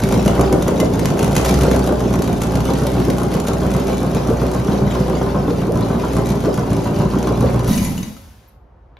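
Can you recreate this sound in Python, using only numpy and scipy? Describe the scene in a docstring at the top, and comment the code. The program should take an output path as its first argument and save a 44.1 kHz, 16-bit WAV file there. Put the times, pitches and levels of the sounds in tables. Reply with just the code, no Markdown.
"""Rough V8 on a stand, workshop yard

A bare V8 idles unevenly in front of a workshop door, into a pair of microphone ports.
Timed firings ring short open pipes and let out gas; one bank spits at a leak, tappets tick, pipes burble.
The ignition is cut: air pulses, hiss and valve-gear knocks run down with the slowing crank.
A thin hiss ends in a squeak, grit clicks underfoot, and the faint hum of the yard is left."""
import sys
import numpy as np
from scipy import signal
from scipy.fft import rfft, irfft, next_fast_len
from scipy.io import wavfile
from scipy.ndimage import map_coordinates

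SR = 44100
rng = np.random.default_rng(int(sys.argv[2]) if len(sys.argv) > 2 else 0)


def waveform_to_disk(signal):
    """Save audio, clipped to [-1, 1], as 16-bit WAV at the path in sys.argv[1]."""
    frames = np.transpose(np.atleast_2d(signal))
    scaled = np.clip(frames, -1, 1) * 32767
    samples = np.round(scaled).astype(np.int16)
    wavfile.write(sys.argv[1], SR, samples)


N = 396459
T = np.arange(N) / SR  # seconds

# All level_db are relative: balance, microphone placement and echo follow. density_db is a spectral shape.
# the crankshaft hunting around its idle, while fired: time_s, speed_rpm
CRANK_SPEED = [(0.0, 848.4), (0.53, 926.6), (1.0, 803.4), (1.61, 966.0), (2.38, 846.6), (2.63, 913.8),
               (3.32, 896.0), (3.75, 911.2), (4.24, 885.9), (4.5, 917.6), (4.75, 881.7), (5.07, 920.2),
               (5.87, 850.3), (5.99, 894.1), (6.72, 867.2), (6.89, 823.2), (7.11, 884.9), (7.68, 885.0)]
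# cylinders in firing order, relative strengths: thump_db, bark_db, spit_db
CYLINDER_STRENGTHS = [(2.5, 5, 4), (-1, 3, 2), (5, 2, -9), (0, .5, 1), (-6, -2, -12), (0, -1.5, -9),
                      (-2, 1.5, 2), (6.5, -1.5, -6)]
# loose tappets: place_in_cycle (0-1), level_db
LOOSE_TAPPETS = [(.31, 3.5), (0.675, 13), (.92, 16.5)]
# deep pipe resonances: centre_hz, width_hz, level_db
PIPE_RESONANCES = [(83, 51, -5.5), (145.2, 18.4, 6), (163.5, 35.7, 2), (201.8, 15.3, 5.5),
                   (234.8, 20.5, -3.5)]
# header resonances: centre_hz, width_hz, level_db
HEADER_RESONANCES = [(271, 26, -1), (334, 40, -5.5), (386.4, 28, -1), (439, 40, -6.5), (560, 197, -14)]
# tone of the pipes and of the headers: freq_hz, density_db
PIPE_TONE = [(25, -17), (75, -4.0), (260, -10.5), (2000, -23.5)]
HEADER_TONE = [(550, -5.5), (1000, -5.0), (4000, -32.0)]
# gas barking out of the ports: freq_hz, density_db
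BARK_TONE = [(200, -8), (470, 1), (650, -2.5), (940, -8.5), (1015, -9), (1150, -12.5), (1500, -14),
             (1850, -33), (6000, -54)]
# the longer chuffs of every cycle: freq_hz, density_db
CHUFF_TONE = [(300, -5), (600, -8), (1050, 5), (1450, -8), (1900, -24), (5000, -37.5)]
# rasping belts: freq_hz, density_db
RASP_TONE = [(600, -15), (1500, 9.5), (2200, 4.5), (5200, 2), (6500, 0.5), (11500, -2.5), (13500, -4.5),
             (15700, -17.5)]
# spitting leak, ticks and knocks: freq_hz, density_db
SPIT_TONE = [(500, -9.5), (1500, 4), (2500, 4.5), (5000, 1), (6500, 5.5), (11500, 2), (13500, -5.5),
             (15700, -12.5)]
# voices following the running engine: idle_db, full_effort_db (added), freshly_started_db (added)
BOOM_LEVELS = (-26.5, 15.7, 3.8)
THUMP_LEVELS = (-19.5, 0.56, 1.5)
BARK_LEVELS = (-27, 6.6, 3.8)
RASP_LEVELS = (-37.5, 3.7, 1.94)
# spitting and ticking in the treble: time_s, level_db
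TREBLE_LEVEL = [(0, -37.5), (.6, -51), (1.5, -35), (1.95, -45.5), (3.3, -42), (5.45, -52.5), (6.1, -46),
                (7.6, -47.5)]
# sharpest cracks at the leak: start_s, level_db
LEAK_CRACKS = [(0.1231, -23.5), (0.1446, -26.5), (0.2783, -16), (0.41, -18), (0.5262, -17), (0.6225, -19.5),
               (0.6799, -18), (0.8005, -15), (0.9941, -20.5), (1.0555, -15), (1.2283, -18), (1.245, -26),
               (1.3643, -10), (1.38, -24), (1.4476, -16.5), (1.458, -21), (1.4895, -19), (1.617, -25),
               (1.633, -17.5), (1.7135, -20), (1.761, -20), (2.138, -24), (2.2204, -18), (2.4184, -20),
               (2.8677, -21.5), (3.1018, -19.5), (3.47, -22.5), (3.482, -20.5), (6.257, -26.5),
               (6.289, -24.5), (7.2268, -26.5)]
# rising burbles in the pipes: sweep_start_s, sweep_length_s, level_db
PIPE_BURBLES = [(0.171, 0.023, -14.5), (0.264, 0.027, -20), (0.505, 0.032, -12), (0.533, 0.031, -13.5),
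                (0.663, 0.033, -14.5), (0.701, 0.032, -12), (0.77, 0.05, -18), (0.812, 0.024, -10),
                (0.901, 0.034, -17), (1.015, 0.025, -15.5), (1.102, 0.027, -16.5), (1.631, 0.029, -11.5),
                (1.667, 0.024, -12), (1.718, 0.031, -11), (1.903, 0.031, -15), (2.056, 0.026, -12),
                (2.186, 0.032, -16.5), (2.692, 0.029, -14.5), (3.062, 0.041, -17.5), (4.29, 0.033, -12),
                (4.423, 0.026, -15), (4.711, 0.044, -20.5), (5.482, 0.06, -18.5), (5.669, 0.049, -15.5),
                (6.18, 0.03, -17.5), (6.461, 0.031, -13), (7.302, 0.02, -11), (7.423, 0.031, -12.5)]
# modes of the engine's steel, before detuning: pitch_hz, level_db
STEEL_MODES = [(560, 0), (985, 0), (1986, -1), (2309, -2), (2912, -2), (3795, -2), (4570, -5), (5685, 0),
               (6320, 4), (6900, 4)]
# air pumped through the pipes: freq_hz, density_db
PUMP_TONE = [(60, -12), (130, -2), (210, 4), (270, -5.5), (320, -11), (500, -21), (1000, -26), (3000, -54)]
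# the engine rocking on its stand: freq_hz, density_db
ROCKING_TONE = [(25, -34.0), (45, 5.0), (85, 7.0), (140, -27.5)]
# air drawn past the closed throttle: freq_hz, density_db
THROTTLE_TONE = [(500, -14), (1500, -12), (4500, -5), (7000, -1), (11500, 8), (13500, -8), (15700, -38)]
# voices dying after the spark is cut: level_db, hold_s, fall_db_per_s
PUMP_DECAY = (-17.5, 0.28, 63)
ROCKING_DECAY = (-20.5, 0.018, 40.5)
HISS_DECAY = (-32.5, 0.14, 80)
# valve gear knocking as the crank slows: start_s, level_db, pitch_hz (before detuning)
VALVE_KNOCKS = [(7.6755, -25, 5860), (7.7308, -19, 6600), (7.777, -18, 6300), (7.848, -18.5, 7000),
                (7.9782, -23, 2910), (8.03, -22.5, 6210), (8.08, -35, 5560), (8.1663, -34.5, 1300)]
# the thin falling squeak: start_s, length_s, from_hz, to_hz, level_db
LAST_SQUEAK = (8.472, .03, 14800, 10200, -51)
# gulps of air from the last full strokes: start_s, level_db
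AIR_GULPS = [(7.707, -5.5), (7.78, -7), (7.884, -18), (7.912, -11.5)]
# light click underfoot as the mechanic gets up: start_s, level_db
FOOT_CLICKS = [(8.969, -33.5)]
# grit under a shoe: freq_hz, density_db
GRIT_TONE = [(200, -12), (800, 9), (3500, 0), (7000, -29)]
# quiet of the yard: freq_hz, density_db
YARD_TONE = [(25, -20), (42, -9.5), (85, -0.5), (133, -9.5), (280, -18), (950, -21.5), (2600, -45),
             (14000, -67.5)]
# hums in the yard: pitch_hz, level_db
YARD_HUMS = [(48.5, -56), (59.6, -50.5)]
# echo from walls and parked van: freq_hz, level_db (against the direct sound)
YARD_ECHO = [(60, -23), (130, -17), (280, -9), (550, -1.5), (3000, -1), (5500, -3), (8000, -8)]
# the two microphone ports: freq_hz, left_lead_rad
PORT_PHASES = [(1500, 0), (4500, .6), (6100, -.2), (8100, -3.14), (11700, -6.28), (15000, -9.4)]
# balance of the ports: freq_hz, left_minus_right_db
PORT_BALANCE = [(250, -0.64), (1000, 0.5), (3500, 3.0), (8000, 0.0)]

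IGNITION_OFF_S, COAST_S, COAST_BEND = 7.68, .67, 1.35  # the crank stops COAST_S after the cut
IDLE_RPM, IDLE_SAG_RPM_PER_S = 902.3, 1.3  # reference idle, sinking as the engine warms
SURGE_RPM, LEAST_EFFORT = 100, -0.42  # rise above idle that is full effort (1); floor of the effort
EFFORT_LEAD_S, BOOM_LEAD_S = 0.13, 0.032  # loudness leads the crank speed, the boom by less
SETTLE_S = 2.4  # the freshly started engine calms down over this time
THROB_DB, THROB_SWING_DB, THROB_PLACE = -9.5, 4.5, 0.19  # level, swell, where in the cycle it peaks (0-1)
WAVER_S = .0011  # scale of the pipes' early and late drift
ALIKE_SHARE = .45  # share of the gas power that repeats every cycle
CHUFF_DB = -36.8
BURBLE_FROM_HZ, BURBLE_TO_HZ = 235, 678.5  # sweep over sweep_length_s, continued a little at both ends
STEEL_RING_S = .012  # ring time near 2 kHz
RATTLES_PER_S, RATTLE_DB = 100, 5  # light valve-gear taps, ahead of the hiss fade
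LINGER_DB, LINGER_END_S = -61.5, 8.5
AMBIENCE_DB = -49.5
TOP_HZ = 15750  # upper edge of the sound


def amp(db):
    """Decibels to gain."""
    return 10 ** (np.asarray(db) / 20)


def unit(x):
    """Scale to rms 1."""
    return x / np.sqrt(np.mean(x ** 2) + 1e-20)


def along(points, hz):
    """Read (freq_hz, value) points on a log axis."""
    f, v = np.transpose(points)
    return np.interp(np.log(hz + 1), np.log(f + 1), v)


def curves(rows):
    """One value per sample for each column after the time."""
    s, *cols = np.transpose(rows)
    return [np.interp(T, s, c) for c in cols]


def wobble(rate):
    """A smooth random curve, rate knots a second."""
    return map_coordinates(rng.standard_normal(int(N * rate / SR) + 4), [T * rate])


def scatter(shape):
    """Bounded chance of rms 1, so that no one blow stands far out."""
    return np.sqrt(3) * rng.uniform(-1, 1, shape)


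def filtered(x, response):
    """x through a complex response of frequency."""
    m = next_fast_len(N + SR // 2)
    return irfft(rfft(x, m) * response(np.fft.rfftfreq(m, 1 / SR)), m)[..., :N]


def coloured(x, spectrum):
    """x shaped by a (freq_hz, density_db) spectrum, at rms 1."""
    return unit(filtered(x, lambda hz: amp(along(spectrum, hz))))


def noise(spectrum):
    """Fresh coloured noise of rms 1."""
    return coloured(rng.standard_normal(N), spectrum)


def resonate(x, modes):
    """x through parallel resonances of alternating sign, at rms 1."""
    def response(f):
        total = 0
        for k, (centre, width, db) in enumerate(modes):
            damping = 1j * f * width
            total = total + (-1) ** k * amp(db) * damping / (centre * centre - f * f + damping)
        return total

    return unit(filtered(x, response))


def impulses(times, db):
    """One impulse of the given level at each time."""
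    return np.bincount(np.clip(np.round(times * SR).astype(int), 0, N - 1), amp(db), N)


def puffs(times, db, rise, decay):
    """An envelope that opens and dies away at each time (rise and decay in s)."""
    t = T[:SR // 2]
    shape = (1 - np.exp(-t / rise)) * np.exp(-t / decay)
    return signal.fftconvolve(impulses(times, db), shape / shape.max())[:N]


def ringing(times, db, detune=.018):
    """Each blow rings the modes of the steel in a mix of its own; high modes die sooner."""
    t, out = T[:SR // 12], np.zeros(N + SR)
    hz, level_db = np.transpose(STEEL_MODES)
    fades = np.exp(-np.outer(np.sqrt(hz / 2000), t) / STEEL_RING_S)
    draws = rng.standard_normal((len(times), 2, len(hz)))
    for s, gain, (mix, tuning) in zip(times, amp(db), draws):
        modes = fades * np.sin(2 * np.pi * np.outer(hz * (1 + detune * tuning), t))
        out[int(s * SR):][:len(t)] += gain * unit(mix * amp(level_db)) @ modes / np.sqrt(len(hz))
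    return out[:N]


def crank_rpm():
    """The crank hunts while it is fired, then friction brings it to rest."""
    spent = np.clip((T - IGNITION_OFF_S) / COAST_S, 0, 1)
    return curves(CRANK_SPEED)[0] * (1 - spent) ** COAST_BEND


def cycles():
    """Four-stroke cycles turned so far: one for every two turns of the crank."""
    return np.cumsum(crank_rpm()) / (120 * SR) + .12


def firings(cycle):
    """When each exhaust valve opens, and that cylinder's row of strengths."""
    count = len(CYLINDER_STRENGTHS)
    k = np.arange(1, int(cycle[-1] * count))
    return np.interp(k / count, cycle, T), np.array(CYLINDER_STRENGTHS)[k % count].T


def running_db(law, lead=EFFORT_LEAD_S):
    """Level of one voice: louder with effort, and louder while the engine is freshly started."""
    idle_db, effort_db, fresh_db = law
    coming_rpm = np.interp(T + lead, *np.transpose(CRANK_SPEED))
    effort = (coming_rpm - IDLE_RPM + IDLE_SAG_RPM_PER_S * T) / SURGE_RPM
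    fresh = np.exp(-(T / SETTLE_S) ** 2)
    return idle_db + effort_db * np.maximum(effort, LEAST_EFFORT) + fresh_db * fresh


def background():
    """The quiet of the yard, with two low hums beating against each other."""
    hum = 0
    for hz, db in YARD_HUMS:
        tone = np.sqrt(2) * np.sin(2 * np.pi * (hz * T + rng.random()))
        hum = hum + amp(db + wobble(2.7)) * tone
    return hum + amp(AMBIENCE_DB) * noise(YARD_TONE)


def gas_flow(cycle, spectrum):
    """Gas rushing through the ports: part of its pattern repeats every cycle, the rest is turbulence."""
    pattern = rng.standard_normal(2048)
    looped = map_coordinates(pattern, [cycle % 1 * len(pattern)], mode="grid-wrap")
    repeated = coloured(looped, spectrum)
    return np.sqrt(ALIKE_SHARE) * repeated + np.sqrt(1 - ALIKE_SHARE) * noise(spectrum)


def wavering(x, rate=7):
    """The pitch of x wanders a little, as the gas in the pipes runs hotter and cooler."""
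    return map_coordinates(x, [(T + WAVER_S * wobble(rate)) * SR], mode="nearest")


def blow(times, db, rough):
    """A pressure pulse for each firing, with its swirl of turbulent gas."""
    swirl = unit(puffs(times, db, rise=0.0014, decay=0.013) * rng.standard_normal(N))
    return unit(impulses(times, db)) + rough * swirl


def exhaust(cycle, scatter_db=2.2, jitter_s=0.0005, pipe_lag_s=0.011, header_lag_s=0.0075):
    """Each firing thumps the pipes, rings the headers and lets out a turbulent bark of gas."""
    times, (thump_db, bark_db, _) = firings(cycle)
    luck = scatter((len(times), 4)).T
    times = times + jitter_s * luck[0]
    pipe_blow = blow(times + pipe_lag_s, thump_db + scatter_db * luck[1], rough=0.55)
    header_blow = blow(times + header_lag_s, .5 * bark_db + scatter_db * luck[2], rough=1.0)
    pipes = coloured(resonate(pipe_blow, PIPE_RESONANCES), PIPE_TONE)
    headers = coloured(resonate(header_blow, HEADER_RESONANCES), HEADER_TONE)
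    body = wavering(amp(0.4) * pipes + amp(-3.5) * headers)
    bark_puffs = unit(puffs(times, bark_db + scatter_db * luck[3], rise=0.0018, decay=0.0067))
    bark = bark_puffs * gas_flow(cycle, BARK_TONE)
    return amp(running_db(THUMP_LEVELS)) * body + amp(running_db(BARK_LEVELS)) * bark


def boom_and_throb(cycle):
    """Surges boom at the firing rate; its octave throbs, swelling once in each cycle."""
    firing_phase = 2 * np.pi * len(CYLINDER_STRENGTHS) * cycle
    boom = np.sqrt(2) * np.sin(firing_phase)
    swell_db = THROB_DB + THROB_SWING_DB * np.cos(2 * np.pi * (cycle - THROB_PLACE)) + 3.6 * wobble(7.4)
    throb = amp(swell_db) * np.sin(2 * firing_phase)
    boom_db = running_db(BOOM_LEVELS, lead=BOOM_LEAD_S)
    return amp(running_db(THUMP_LEVELS)) * throb + amp(boom_db) * boom


def chuffs(cycle, second_place=.4, second_db=-5, grows_db_per_s=1.5):
    """Two cylinders blow longer than the rest, more so as the engine warms, which gives the idle its lope."""
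    turns = np.arange(1, int(cycle[-1]))
    times = np.interp(np.concatenate([turns, turns + second_place]), cycle, T)
    db = np.repeat([0, second_db], len(turns)) + grows_db_per_s * times + 1.8 * scatter(len(times))
    opening = unit(puffs(times, db, rise=0.0033, decay=0.017))
    return amp(CHUFF_DB) * opening * gas_flow(cycle, CHUFF_TONE)


def chain(count=900, order=3, lowest_hz=1800, ring_s=0.0055, scatter_db=2):
    """The timing chain strikes at loose moments, and every strike rings a few partials of its own."""
    when, strength, *pitches = rng.random((count, 2 + order)).T
    t = T[:SR // 50]
    partials = 0
    for pitch in pitches:
        hz = lowest_hz * 2 ** (2 * pitch)  # within two octaves
        partials = partials + np.sin(2 * np.pi * np.outer(hz, t))
    gains = amp(-scatter_db * np.log(strength + .01))
    rings = gains[:, None] * np.exp(-t / ring_s) * partials
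    places = (when * N).astype(int)[:, None] + np.arange(len(t))
    return unit(np.bincount(places.ravel(), rings.ravel(), N)[:N])


def belts_and_chain():
    """Belts rasp as flickering noise and the timing chain rattles, both following the engine's effort."""
    rasp = amp(-5.0) * noise(RASP_TONE) + amp(-6.5) * chain()
    return amp(running_db(RASP_LEVELS) + 2.24 * wobble(30)) * rasp


def leak(cycle, scatter_db=4):
    """One bank spits gas at a leak in short puffs of noise, one for each firing."""
    times, (_, _, spit_db) = firings(cycle)
    spits = unit(puffs(times, spit_db + scatter_db * scatter(len(times)), rise=0.00024, decay=0.0046))
    return amp(4.0) * spits * noise(SPIT_TONE)


def tappets(cycle, scatter_db=4):
    """Slack tappets tick at fixed places in the cycle and ring the steel."""
    turns = np.arange(int(cycle[-1]))
    times = np.concatenate([np.interp(turns + place, cycle, T) for place, _ in LOOSE_TAPPETS])
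    db = np.repeat([db for _, db in LOOSE_TAPPETS], len(turns)) + scatter_db * scatter(len(times))
    ticks = unit(puffs(times, db, rise=.0005, decay=0.0056)) * noise(SPIT_TONE)
    return amp(-2.5) * (ticks + .5 * unit(ringing(times, db)))


def top_end(cycle):
    """The treble of the engine: belts and chain, with leak and tappets on a level curve of their own."""
    treble = amp(curves(TREBLE_LEVEL)[0])
    return belts_and_chain() + treble * (leak(cycle) + tappets(cycle))


def cracks(snap_db=-3.5, ring_db=-7, pop_db=-7):
    """Now and then the leak fires with a pop and a sharp crack that rings the steel around it."""
    s, db = np.transpose(LEAK_CRACKS)
    snap = puffs(s, db, rise=0.0006, decay=0.0038)
    gas = amp(snap_db) * noise(SPIT_TONE) + amp(pop_db) * noise(CHUFF_TONE)
    return snap * gas + ringing(s, db + ring_db)


def burbles(gain_db=.5, rough=.45):
    """The pipes burble: each is a short, rough whoop that sweeps quickly upward."""
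    out = np.zeros(N + SR)
    for s, length, db in PIPE_BURBLES:
        u = np.arange(-.3, 1.2, 1 / (SR * length))  # the sweep is heard a little beyond 0-1
        hz = BURBLE_FROM_HZ * (BURBLE_TO_HZ / BURBLE_FROM_HZ) ** u
        tone = np.sin(2 * np.pi * (np.cumsum(hz) / SR + rng.random()))
        whoop = signal.windows.tukey(len(u), .7) * tone
        out[int((s + u[0] * length) * SR):][:len(u)] += amp(db) * whoop
    return amp(gain_db) * out[:N] * (1 + rough * wobble(250))


def dying_db(fade):
    """Level of one voice after the spark is cut: it holds, then falls steadily."""
    db, hold, fall = fade
    return db - fall * np.maximum(T - IGNITION_OFF_S - hold, 0)


def pumped_air(cycle, turbulence=0.72, rush=0.41):
    """Pistons without spark push pulses of turbulent air through the pipes, ever slower."""
    times, _ = firings(cycle)
    even_db = np.zeros(len(times))
    strokes = unit(puffs(times, even_db, rise=0.004, decay=0.041))
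    rushing = (turbulence * strokes + rush) * rng.standard_normal(N)
    return coloured(amp(-5) * unit(impulses(times, even_db)) + rushing, PUMP_TONE)


def throttle_hiss():
    """Air hisses past the closed throttle while slack valve gear taps lightly on the steel."""
    taps = IGNITION_OFF_S + COAST_S * rng.random(int(RATTLES_PER_S * COAST_S))
    rattle = ringing(taps, RATTLE_DB + 2 * scatter(len(taps)))
    return amp(3.8 * wobble(80) - 1.5) * noise(THROTTLE_TONE) + rattle


def coasting(cycle):
    """Without spark the pistons only pump air, and the engine rocks on its stand as low noise."""
    air = amp(dying_db(PUMP_DECAY)) * pumped_air(cycle)
    rocking = amp(dying_db(ROCKING_DECAY)) * noise(ROCKING_TONE)
    hiss = amp(dying_db(HISS_DECAY)) * throttle_hiss()
    turning = np.interp(T, [IGNITION_OFF_S - .01, IGNITION_OFF_S, 8.3, 8.55], [0, 1, 1, 0])
    return turning * (air + rocking + hiss)


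def strikes(rows, ring_s):
    """Each blow rings a close pair of partials near its own pitch."""
    t, out = T[:SR // 8], np.zeros(N + SR)
    for s, db, hz in rows:
        pair = sum(np.sin(2 * np.pi * hz * (1 + 0.013 * rng.standard_normal()) * t) for _ in range(2))
        out[int(s * SR):][:len(t)] += amp(db) * np.exp(-t / ring_s) * pair
    return out[:N]


def clatter(ring_s=0.007, ring_db=-7, knock_db=-11, note_db=-11):
    """The valve gear knocks as the crank slows, and the steel rings after each knock."""
    s, db, _ = np.transpose(VALVE_KNOCKS)
    knock = puffs(s, db + knock_db, rise=0.000534, decay=ring_s) * noise(SPIT_TONE)
    return knock + ringing(s, db + ring_db) + amp(note_db) * strikes(VALVE_KNOCKS, ring_s)


def lingering():
    """A thin hiss from the cut onward outlasts the crank; a falling squeak comes at its end."""
    gate_s = [IGNITION_OFF_S, IGNITION_OFF_S + .1, LINGER_END_S - .04, LINGER_END_S + 0.077]
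    gate = np.interp(T, gate_s, [0, 1, 1, 0])
    s, length, from_hz, to_hz, db = LAST_SQUEAK
    u = np.clip((T - s) / length, 0, 1)
    hz = from_hz + (to_hz - from_hz) * u
    squeak = np.sin(np.pi * u) * np.sin(2 * np.pi * np.cumsum(hz) / SR)
    return amp(LINGER_DB) * gate * noise(RASP_TONE) + amp(db) * squeak


def gulps(pipe_hz=205):
    """The last full strokes push out single gulps of air, which ring the pipes."""
    s, db = np.transpose(AIR_GULPS)
    pipe = np.sin(2 * np.pi * pipe_hz * T + .5 * wobble(40))
    return puffs(s, db, rise=0.0027, decay=0.0076) * pipe


def steps():
    """Grit clicks under a shoe once the engine is still: a very short puff of noise."""
    s, db = np.transpose(FOOT_CLICKS)
    return amp(-7.5) * puffs(s, db, rise=.0005, decay=0.0018) * noise(GRIT_TONE)


def yard(x, t60=0.4):
    """The direct sound reaches two ports; walls answer differently at each, and the answer drifts."""
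    t = T[:SR // 4]
    fade = amp(-60 * t / t60) * (t > .004)
    hop = SR // 12
    padded, wet = np.pad(x, (hop, 2 * hop)), np.zeros((2, N + 2 * SR))
    for start in range(0, N + hop, hop):  # a fresh echo for each overlapping stretch
        tail = rng.standard_normal((2, len(t))) * fade / np.linalg.norm(fade)
        stretch = padded[start:start + 2 * hop] * signal.windows.cosine(2 * hop)
        answer = signal.fftconvolve([stretch], tail, axes=1)
        wet[:, start:start + answer.shape[1]] += answer
    direct = filtered(x, lambda f: np.exp(.5j * np.outer([1, -1], along(PORT_PHASES, f))))
    echo = filtered(wet[:, hop:hop + N], lambda f: amp(along(YARD_ECHO, f)))
    return filtered(direct + echo, lambda f: amp(np.outer([.5, -.5], along(PORT_BALANCE, f))))


def scene():
    """The engine runs until the spark is cut, then coasts down into the quiet of the yard."""
    cycle = cycles()
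    burning = np.interp(T, [IGNITION_OFF_S - .02, IGNITION_OFF_S + 0.05], [1, 0])
    fired = burning * (exhaust(cycle) + boom_and_throb(cycle) + chuffs(cycle) + top_end(cycle))
    running = fired + cracks() + burbles()
    stopping = coasting(cycle) + clatter() + gulps()
    return yard(amp(-0.93) * (running + stopping) + lingering() + steps() + background())


def record(dry, knee=6):
    """Rounds off the highest peaks and keeps nothing above TOP_HZ."""
    rounded = dry / (1 + np.abs(dry) ** knee) ** (1 / knee)
    return filtered(rounded, lambda hz: hz < TOP_HZ)


dry = scene()
out = record(dry)
waveform_to_disk(out)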